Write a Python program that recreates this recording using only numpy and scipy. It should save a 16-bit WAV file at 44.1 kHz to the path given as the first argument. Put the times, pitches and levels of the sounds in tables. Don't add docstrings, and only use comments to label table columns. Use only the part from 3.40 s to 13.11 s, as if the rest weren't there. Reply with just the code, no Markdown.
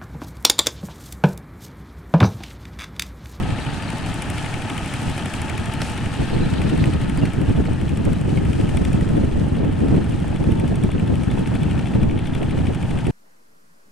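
import sys
import numpy as np
from scipy import signal
from scipy.fft import rfft, irfft, next_fast_len
from scipy.io import wavfile
from scipy.ndimage import uniform_filter1d, minimum_filter1d

SR = 44100
rng = np.random.default_rng(int(sys.argv[2]) if len(sys.argv) > 2 else 0)


def store_pcm(level_fs):
    pcm = np.round(np.clip(level_fs, -1, 1) * 32767).astype(np.int16)
    wavfile.write(sys.argv[1], SR, np.atleast_2d(pcm).T)


N = 428201
TIME = np.arange(N) / SR

# (time_s, speed_rpm)
CRANK_SPEED = [(0.0, 1509.2), (1.5, 1505.3), (2.3, 1496.6), (3.2, 1506.2), (4.9, 1502.6), (5.9, 1509.5),
               (6.8, 1512.2), (7.8, 1508.8), (8.8, 1504.9), (9.7, 1504.2)]
START_CYCLE = -.326
# (time_s, level_db)
MACHINE_LEVEL = [(0, -36.5), (1.7, -35), (3.3, -36.5), (4.1, -40.5), (4.75, -42), (5.35, -40.5), (6.1, -43),
                 (6.8, -42), (7.55, -43.5), (8.4, -40), (8.72, -44), (9.1, -42), (9.71, -41.5)]

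# (place_in_cycle_0_to_1, relative_level_db)
CYLINDER_PUFFS = [(.055, -4.5), (.37, -6), (.7, -13)]
PUFF_RISE_S, PUFF_DECAY_S = 0.004, 0.0059
EXHAUST_DB, EXHAUST_SLOPE = -32.5, 0.56
# (pitch_hz, relative_level_db)
EXHAUST_TONE = [(25, -40), (50, -18), (110, 2.5), (190, -4.5), (290, -3), (420, -16), (800, -17.5),
                (1500, -65)]

# (place_in_cycle_0_to_1, relative_level_db, decay_s)
BLOCK_KNOCKS = [(.11, 10.5, 0.014), (.56, -2, .006), (.7, 8.5, 0.022), (.815, -4, 0.012)]
# (pitch_hz, relative_level_db)
BLOCK_TONE = [(500, -13), (1000, 0.5), (1300, 4), (1550, 2), (1780, 5.5), (2050, -1.5), (2500, 1),
              (3100, -2), (3650, -10.5), (4500, -15), (5500, -22.5), (8000, -24), (15000, -62)]
# (pitch_hz, relative_level_db)
KNOCK_TONE = [(800, 7), (1800, -10), (2400, 17), (3200, 16.5), (4200, -67), (6500, -20), (8300, 8),
              (10000, -3), (12000, -38.5), (15500, -36)]

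# (time_s, bright_snap_db, hollow_clack_db)
VALVE_TICKS = [(.11, -48, -37), (.26, -48, -35), (.5, -37, -35), (.66, -39, -37), (.82, -33, -31),
               (1.14, -39, -30.5), (1.5, -38, -33), (1.78, -38, -34), (2.02, -37, -32), (2.58, -40, -34),
               (2.74, -46, -38), (2.98, -48, -37), (3.22, -41, -33), (3.54, -43, -39), (3.75, -39, -37),
               (4.17, -48, -43), (4.65, -41, -39), (4.97, -46, -40), (5.21, -45, -37), (5.37, -39, -35),
               (5.6, -44, -39), (6.01, -54, -46), (6.4, -49, -41), (6.96, -48, -41), (7.2, -41, -36),
               (7.44, -41, -38), (7.6, -48, -40.5), (8.23, -42.5, -36), (8.55, -49, -39), (8.95, -43, -37),
               (9.19, -48, -37), (9.35, -44, -37), (9.67, -44, -36)]
TICK_SCATTER_DB, TICK_JITTER_S = 1.5, .0005
# (pitch_hz, relative_level_db)
VALVE_TONE = [(3500, -22), (4900, -13), (5600, -1), (6400, -12), (7200, -3), (8300, 0), (9400, 0),
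              (10200, -3), (11200, -10.5), (13300, -17.5), (14500, -28), (15500, -35)]
# (pitch_hz, relative_level_db)
COVER_TONE = [(800, -14), (1300, -5), (1800, -5), (2050, -1.5), (2280, 2), (2650, -1.5), (3050, -3),
              (3500, -12), (4200, -19), (6000, -30)]
# (start_s, level_db)
HARD_LANDINGS = [(.983, -30), (1.142, -30), (1.302, -32), (5.132, -29), (5.293, -36), (5.373, -28),
                 (5.452, -30.5), (8.394, -34), (8.632, -36), (8.872, -34), (8.951, -34), (9.271, -36),
                 (9.511, -36)]
# (pitch_hz, relative_level_db)
HARD_TICK_TONE = [(1500, -12), (2000, -3), (2280, 3), (2700, -3), (3400, -2), (4100, -16), (4900, -17),
                  (5600, -13), (6500, -25), (9000, -40)]
HARD_TICK_DECAY_S = .003

# (pitch_hz, width_hz, level_db, decay_s)
TAPPET_RINGS = [(2520, 330, -63.5, 0.0016), (9330, 180, -70.5, 0.0076)]
TAPPET_PLACE = .83
# (time_s, level_db)
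PANEL_LEVEL = [(0, -62), (6.3, -61), (7.1, -56.5), (8.45, -54.5), (9.71, -56.5)]
PANEL_HZ, PANEL_WIDTH_HZ, PANEL_DECAY_S = 3420, 130, .03
# (time_s, level_db)
TAPPET_KNOCK_LEVEL = [(0, -56), (1, -48), (2.2, -56), (7.5, -57), (8.4, -47), (8.7, -53), (9.71, -50)]

# (multiple_of_cycle_rate, relative_level_db)
GEAR_TONES = [(23, -6), (66, -9), (70, -5), (71, -2.5), (102, -3.5)]
# (pitch_hz, relative_level_db)
GEARBOX_TONE = [(300, -16), (480, -10), (640, -3), (740, -2.5), (820, .5), (900, -1), (1000, -11),
                (1300, -25)]
# (time_s, relative_level_db)
HOWL_LEVEL = [(0, -1.5), (3, -5), (5.5, -5), (8.2, -1.5), (9.71, 1)]

# (pitch_hz, relative_level_db)
SPRAY_TONE = [(2000, 5.5), (4200, 2.5), (5200, 2.5), (7000, 1), (8400, 3.5), (9600, 1), (10600, -4.5),
              (11700, -13), (14000, -18), (15700, -23)]
# (pitch_hz, relative_level_db)
SPRAY_SIDE_TONE = [(2000, -1), (4500, 8), (7000, 3.5), (8500, 1), (10000, -42), (15000, -50)]
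SPRAY_DB, SPRAY_SLOPE = -50, 0.85
# (peak_s, level_db, half_length_s)
WATER_SPLASHES = [(.95, -48, 0.6), (1.726, -46, 0.35), (5.25, -52, 0.4)]
SMACK_S, SMACK_DB, SMACK_RISE_S, SMACK_DECAY_S = 2.43, -40.5, .035, .22
# (middle_s, depth_db, half_length_s)
HISS_DIPS = [(6.257, -5, 0.076), (8.72, -3, 0.26)]
# (peak_s, level_db, half_length_s)
HISS_SWELLS = [(0.305, -49, .4), (3.1, -48.5, 0.53)]
# (pitch_hz, relative_level_db)
HISS_SWELL_TONE = [(2500, -20), (3600, 4), (4300, 2), (5200, -7), (7000, -28)]

# (pitch_hz, width_hz, level_relative_to_machine_db)
LOOSE_PARTS = [(1426, 270, -13.5), (1760, 240, -16.5), (2560, 230, -20), (3114, 380, -15.5),
               (3970, 490, -19)]
RATTLE_PER_S, RATTLE_SCATTER_DB, RATTLE_DECAY_S = 40, 3, .004
# (start_s, relative_level_db, pitch_hz, width_hz, decay_s)
STEEL_CLANKS = [(2.418, -23, 1900, 1000, .003), (2.418, -25.5, 4400, 1300, .002),
                (2.418, -31, 8300, 900, .002), (3.441, -23, 1900, 900, .002), (3.822, -34, 2770, 50, .02),
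                (3.853, -29, 1500, 900, .008), (4.974, -31.5, 2230, 70, .007)]

# (time_s, level_db)
WIND_LEVEL = [(0, -24.5), (.45, -27.5), (.9, -25.5), (1.4, -28), (2.7, -23.5), (3.05, -18), (4.2, -17.5),
              (4.42, -17.5), (4.65, -16.5), (6.5, -18), (6.85, -17), (7.1, -17), (8.3, -18), (8.75, -18),
              (9.71, -20)]
# (middle_s, depth_db, half_length_s)
WIND_DIPS = [(1.9, -4, .03), (2.88, -3, .02), (3.905, -5, .03), (4.375, -5, .04), (6.79, -4, .04),
             (6.98, -6, .02), (7.6, -3, .02)]
# (peak_s, level_db)
WIND_GUSTS = [(3.14, -25), (6.25, -24), (6.53, -15.5), (8.61, -17)]
# (peak_s, rumble_db, flap_db)
WIND_BUFFETS = [(0.019, -15.0, -30.0), (0.108, -14.5, -34.0), (1.683, -15.5, -28.5), (2.819, -17.5, -22.5),
                (2.945, -16.0, -21.5), (3.039, -13.5, -27.0), (3.258, -15.5, -21.5), (3.341, -17.5, -19.0),
                (3.412, -13.5, -21.0), (3.477, -14.5, -22.0), (3.833, -14.0, -19.0), (4.014, -14.0, -20.5),
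                (4.092, -12.0, -22.0), (4.191, -13.5, -20.5), (4.297, -13.5, -20.0), (4.677, -15.0, -16.5),
                (4.887, -15.0, -20.0), (4.973, -14.0, -20.5), (5.199, -16.5, -21.0), (5.413, -13.0, -17.0),
                (5.553, -14.0, -27.0), (5.627, -14.0, -24.5), (5.7, -13.0, -22.5), (5.772, -17.0, -18.0),
                (5.829, -16.5, -20.5), (5.986, -14.5, -21.0), (6.207, -14.0, -19.0), (6.282, -15.5, -19.0),
                (6.438, -15.5, -15.0), (6.571, -12.5, -22.0), (7.025, -16.0, -18.5), (7.099, -15.5, -17.0),
                (7.237, -14.5, -19.0), (7.324, -16.0, -19.5), (7.449, -13.5, -21.0), (7.712, -16.0, -17.0),
                (8.007, -19.0, -19.5), (8.565, -12.5, -25.0), (8.754, -15.5, -24.0), (9.031, -16.0, -20.0),
                (9.193, -17.0, -19.5), (9.303, -16.5, -19.5), (9.68, -13.5, -22.0)]
GUST_S, BUFFET_S = 0.089, .027
RUMBLE_DB, FLUTTER_DB, SURGE_DB = -3, 5, 2.5
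THUMP_DB, FLAP_DB, GUST_FLAP_DB = -5.5, -7, -13
EDDY_DB, EDDY_AT_WIND_DB, EDDY_SLOPE, EDDY_SCATTER_DB = -33, -16.5, 2.2, 3
# (pitch_hz, relative_level_db)
WIND_MID_TONE = [(12, 3.5), (25, -13), (60, 0), (110, 0.5), (170, -2), (270, -10), (420, -22), (700, -32),
                 (1500, -39.5)]
# (pitch_hz, relative_level_db)
WIND_SIDE_TONE = [(12, -26), (25, -17), (60, -7), (130, -4), (270, -8), (450, -20.5), (750, -28),
                  (1500, -42.5)]
# (pitch_hz, relative_level_db)
EDDY_TONE = [(50, -24), (150, -1), (280, 4.5), (450, -5.5), (700, -15), (1100, -31), (2500, -42),
             (5000, -70)]
# (time_s, change_db)
WIND_BASS_LEVEL = [(0, 1), (3, 0), (5.6, -1), (6, -0.5), (7.8, -2.5), (8.6, -1.5), (9.71, 0)]
WIND_BASS_HZ = 90
EVEN_S = .07
# (start_s, level_db)
AIR_SLAPS = [(2.816, -22), (3.221, -28), (4.284, -27), (4.675, -27), (5.346, -25), (6.068, -27),
             (6.242, -26), (6.544, -23), (6.843, -24), (6.928, -27), (7.245, -25), (7.321, -23),
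             (7.491, -23), (7.975, -20), (8.117, -25), (9.024, -24)]
# (pitch_hz, relative_level_db)
SLAP_TONE = [(250, -3), (480, 0), (750, -2), (1150, -14), (2500, -32)]
SLAP_DB, SLAP_DECAY_S = -1.5, .004

# (peak_s, pitch_hz, level_db)
BIRD_CHIRPS = [(.3, 4580, -45.5), (.44, 4720, -43.5), (.555, 4490, -46), (.645, 4300, -45),
               (2.37, 4250, -46), (2.83, 4400, -47), (2.94, 4270, -42), (3.04, 4000, -41),
               (3.79, 4750, -45.5)]
TOP_HZ = 15750


def undb(db):
    return np.exp(np.asarray(db) * (np.log(10) / 20))


def unit(x):
    return x / np.sqrt(np.mean(x ** 2))


def above_mean(db):
    return db - db.mean()


def curve(table, axis=1):
    rows = np.array(table, float)
    return np.interp(TIME, rows[:, 0], rows[:, axis])


def noise():
    return rng.standard_normal(N)


def shape(x, gain):
    size = next_fast_len(x.shape[-1] + 4096, real=True)
    hz = np.maximum(np.arange(size // 2 + 1) * SR / size, 1)
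    return unit(irfft(rfft(x, size) * gain(hz), size)[..., :x.shape[-1]])


def colour(x, tone):
    hz, db = np.transpose(tone)

    def gain(f):
        ends = np.minimum(1, np.minimum(f / hz[0], hz[-1] / f)) ** 2
        return undb(np.interp(np.log(f), np.log(hz), db)) * ends
    return shape(x, gain)


def ring(x, hz, width_hz):
    return shape(x, lambda f: 1 / (1 + 1j * (f / hz - hz / f) * hz / (2 * width_hz)) ** 2)


def walk(rate):
    k = max(int(SR / rate), 2)
    steps = np.repeat(rng.standard_normal(N // 32)[:N // k + 1], k)
    return unit(uniform_filter1d(uniform_filter1d(steps, k), k)[:N])


def stereo(mid, side, side_db=0, left_db=0):
    side = side * undb(side_db)
    return np.array([(mid + side) * undb(left_db / 2), (mid - side) * undb(-left_db / 2)])


def around(s):
    span = slice(max(int((s - 1 / 4) * SR), 0), int((s + 1 / 4) * SR))
    return span, TIME[span] - s


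def swell(s, db, length):
    return undb(db) * np.exp(-np.minimum(((TIME - s) / length) ** 2, 50))


def burst(age, attack, decay):
    return np.exp(-np.where(age < 0, (age / attack) ** 2, age / decay))


def crack(age, decay, tone):
    envelope = burst(age, .0006, decay)
    return colour(rng.standard_normal(len(age)) * envelope, tone) * np.sqrt(np.mean(envelope ** 2))


def each_cycle(cycles, cycle_hz, place, attack, decay, scatter_db):
    turn = cycles - place + 1 + 1 / 4
    size, late = np.clip(rng.standard_normal((256, 2)), -2, 2)[turn.astype(int)].T
    age = (turn % 1 - 1 / 4) / cycle_hz + TICK_JITTER_S * late
    return undb(scatter_db * size) * burst(age, attack, decay)


def steel(cycles, cycle_hz, repeat_db):
    sample = ((cycles + 1 / 2) % 1 / cycle_hz * SR).astype(int)
    repeated = rng.standard_normal(sample.max() + 1)[sample]
    return unit(undb(repeat_db) * repeated + noise())


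def even(x):
    return x / np.sqrt(uniform_filter1d(x ** 2, int(EVEN_S * SR)) + 1e-9)


def exhaust(cycles, cycle_hz):
    puffs = 0
    for place, db in CYLINDER_PUFFS:
        puffs = puffs + undb(db) * each_cycle(cycles, cycle_hz, place, PUFF_RISE_S, PUFF_DECAY_S, scatter_db=7.5)
    gas = colour(steel(cycles, cycle_hz, repeat_db=-13.0) * (1 + puffs), EXHAUST_TONE)
    level_db = EXHAUST_DB + EXHAUST_SLOPE * above_mean(curve(MACHINE_LEVEL))
    return undb(level_db) * stereo(gas, 0)


def clatter(cycles, cycle_hz):
    grain = undb(1.1 * walk(260))
    mid = colour(steel(cycles, cycle_hz, repeat_db=-6.5) * grain, BLOCK_TONE)
    side = colour(noise() * grain, BLOCK_TONE)
    rattle = stereo(mid, side, side_db=-7.5, left_db=3.5)
    blows = 0
    for place, db, decay in BLOCK_KNOCKS:
        blows = blows + undb(db) * each_cycle(cycles, cycle_hz, place, .0014, decay, scatter_db=2.2)
    knocks = stereo(colour(steel(cycles, cycle_hz, repeat_db=3.5) * blows, KNOCK_TONE), 0, left_db=3)
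    return undb(curve(MACHINE_LEVEL)) * (undb(-2.0) * rattle + undb(-18.0) * knocks)


def valve(cycles, cycle_hz):
    snap_shape = each_cycle(cycles, cycle_hz, .003, .0014, .0027, scatter_db=TICK_SCATTER_DB)
    clack_shape = each_cycle(cycles, cycle_hz, .022, .0025, .004, scatter_db=TICK_SCATTER_DB)
    snap = colour(steel(cycles, cycle_hz, repeat_db=-8) * snap_shape, VALVE_TONE)
    clack = colour(steel(cycles, cycle_hz, repeat_db=-8) * clack_shape, COVER_TONE)
    snap = undb(curve(VALVE_TICKS) - 13) * snap
    clack = undb(curve(VALVE_TICKS, axis=2) - 11) * clack
    return stereo(snap, 0, left_db=-3.0) + stereo(clack, 0, left_db=6.5)


def hard_ticks():
    out = np.zeros(N)
    for s, db in HARD_LANDINGS:
        span, age = around(s)
        out[span] += undb(db) * crack(age, HARD_TICK_DECAY_S, HARD_TICK_TONE)
    return stereo(out, 0, left_db=6)


def tappet(cycles, cycle_hz):
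    def knock(decay):
        return noise() * each_cycle(cycles, cycle_hz, TAPPET_PLACE, .0015, decay, scatter_db=3)
    rings = sum(undb(db) * ring(knock(decay), hz, width) for hz, width, db, decay in TAPPET_RINGS)
    rings = undb(.7 * above_mean(curve(VALVE_TICKS, axis=2))) * rings
    panel = undb(curve(PANEL_LEVEL)) * ring(knock(PANEL_DECAY_S), PANEL_HZ, PANEL_WIDTH_HZ)
    cover = undb(curve(TAPPET_KNOCK_LEVEL)) * colour(knock(HARD_TICK_DECAY_S), COVER_TONE)
    return stereo(rings + panel + cover, 0, left_db=4)


def gears(cycles):
    twist = 0.011 * walk(5)
    whine = 0
    for multiple, db in GEAR_TONES:
        strength = undb(db + 3.5 * walk(11))
        whine = whine + strength * np.sin(2 * np.pi * multiple * (cycles + twist) + .5 * walk(35))
    howl = undb(curve(HOWL_LEVEL)) * colour(noise(), GEARBOX_TONE)
    return undb(curve(MACHINE_LEVEL)) * stereo(howl + undb(-9.0) * whine, 0, left_db=1.0)


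def rattles():
    out = 0
    for hz, width, db in LOOSE_PARTS:
        taps = (rng.random(N) < RATTLE_PER_S / SR) * undb(RATTLE_SCATTER_DB * np.clip(noise(), -2, 2))
        power = signal.lfilter([1], [1, -np.exp(-2 / (RATTLE_DECAY_S * SR))], taps ** 2)
        out = out + undb(db) * ring(noise() * np.sqrt(power), hz, width)
    return stereo(undb(curve(MACHINE_LEVEL)) * out, 0, left_db=5.0)


def spray():
    drops = undb(1.17 * walk(45) + 1.76 * walk(700))
    mid = colour(noise() * drops, SPRAY_TONE)
    side = colour(noise() * drops, SPRAY_SIDE_TONE)
    dip_db = sum(depth_db * swell(s, 0, length) for s, depth_db, length in HISS_DIPS)
    churn = undb(SPRAY_DB + SPRAY_SLOPE * above_mean(curve(MACHINE_LEVEL)) + dip_db)
    splashes = sum(swell(s, db, length) for s, db, length in WATER_SPLASHES)
    splashes = splashes + undb(SMACK_DB) * burst(TIME - SMACK_S, SMACK_RISE_S, SMACK_DECAY_S)
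    return np.hypot(churn, splashes) * stereo(mid, side, side_db=-7.5, left_db=-0.5)


def hiss_swells():
    mid, side = colour(rng.standard_normal((2, N)) * undb(3.2 * walk(120)), HISS_SWELL_TONE)
    level = sum(swell(s, db, length) for s, db, length in HISS_SWELLS)
    return level * stereo(mid, side, side_db=-2)


def clanks():
    blows = np.zeros(N)
    for s, db, hz, width, decay in STEEL_CLANKS:
        span, age = around(s)
        blows[span] += undb(db) * burst(age, .001, decay) * ring(rng.standard_normal(len(age)), hz, width)
    return stereo(blows, 0)


def wind():
    wind_db = curve(WIND_LEVEL) + sum(depth_db * swell(s, 0, length) for s, depth_db, length in WIND_DIPS)
    gusts = sum(swell(s, db, GUST_S) for s, db in WIND_GUSTS)
    steady = undb(RUMBLE_DB) * np.hypot(undb(wind_db), gusts)
    surge = np.tanh(walk(30))
    thumps, hard_flaps = np.zeros((2, N))
    for s, rumble_db, flap_db in WIND_BUFFETS:
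        span, age = around(s)
        bump = np.exp(-(age / BUFFET_S) ** 2)
        thumps[span] += undb(rumble_db + THUMP_DB) * bump
        hard_flaps[span] += undb(flap_db + FLAP_DB) * bump
    flutter = undb(FLUTTER_DB * np.tanh(walk(90)))
    mid = even(colour(noise() * flutter, WIND_MID_TONE))
    side = even(colour(noise() * flutter, WIND_SIDE_TONE))
    rumble = stereo(mid, side, side_db=-5)
    bass = signal.sosfiltfilt(signal.butter(2, WIND_BASS_HZ, fs=SR, output="sos"), rumble)
    rumble = rumble + (undb(curve(WIND_BASS_LEVEL)) - 1) * bass
    small_flaps = undb(EDDY_DB + EDDY_SLOPE * (wind_db - EDDY_AT_WIND_DB) + EDDY_SCATTER_DB * surge)
    whirls = undb(2.5 * walk(140))
    eddies = np.hypot(small_flaps, hard_flaps + undb(GUST_FLAP_DB) * gusts) * whirls
    flaps = stereo(*even(colour(rng.standard_normal((2, N)), EDDY_TONE)), side_db=2.2)
    return np.hypot(steady * undb(SURGE_DB * surge), thumps) * rumble + eddies * flaps


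def slaps():
    out = np.zeros((2, N))
    for s, db in AIR_SLAPS:
        span, age = around(s)
        mid, side = (crack(age, SLAP_DECAY_S, SLAP_TONE) for _ in range(2))
        out[:, span] += undb(db + SLAP_DB) * stereo(mid, side, side_db=-2)
    return out


def bird():
    song, blur = np.zeros(N), walk(200)
    for s, hz, db in BIRD_CHIRPS:
        span, age = around(s)
        whistle = np.sin(2 * np.pi * hz * age * (1 - .3 * age) + .35 * blur[span])
        song[span] += undb(db) * np.exp(-(age / .013) ** 2) * whistle
    return stereo(song, 0)


def scene():
    cycle_hz = curve(CRANK_SPEED) / (2 * 60)
    cycles = START_CYCLE + np.cumsum(cycle_hz) / SR
    engine = sum(part(cycles, cycle_hz) for part in (exhaust, clatter, valve, tappet)) + hard_ticks()
    machine = engine + gears(cycles) + rattles() + clanks()
    return machine + spray() + hiss_swells() + wind() + slaps() + bird()


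def record(dry):
    hold = int(.05 * SR)
    needed = np.minimum(1, undb(-2.6) / (np.abs(dry).max(axis=0) + 1e-9))
    limited = dry * uniform_filter1d(minimum_filter1d(needed, hold), hold)
    return signal.sosfilt(signal.ellip(10, .2, 80, TOP_HZ, fs=SR, output="sos"), limited)


dry = scene()
out = record(dry)
store_pcm(out)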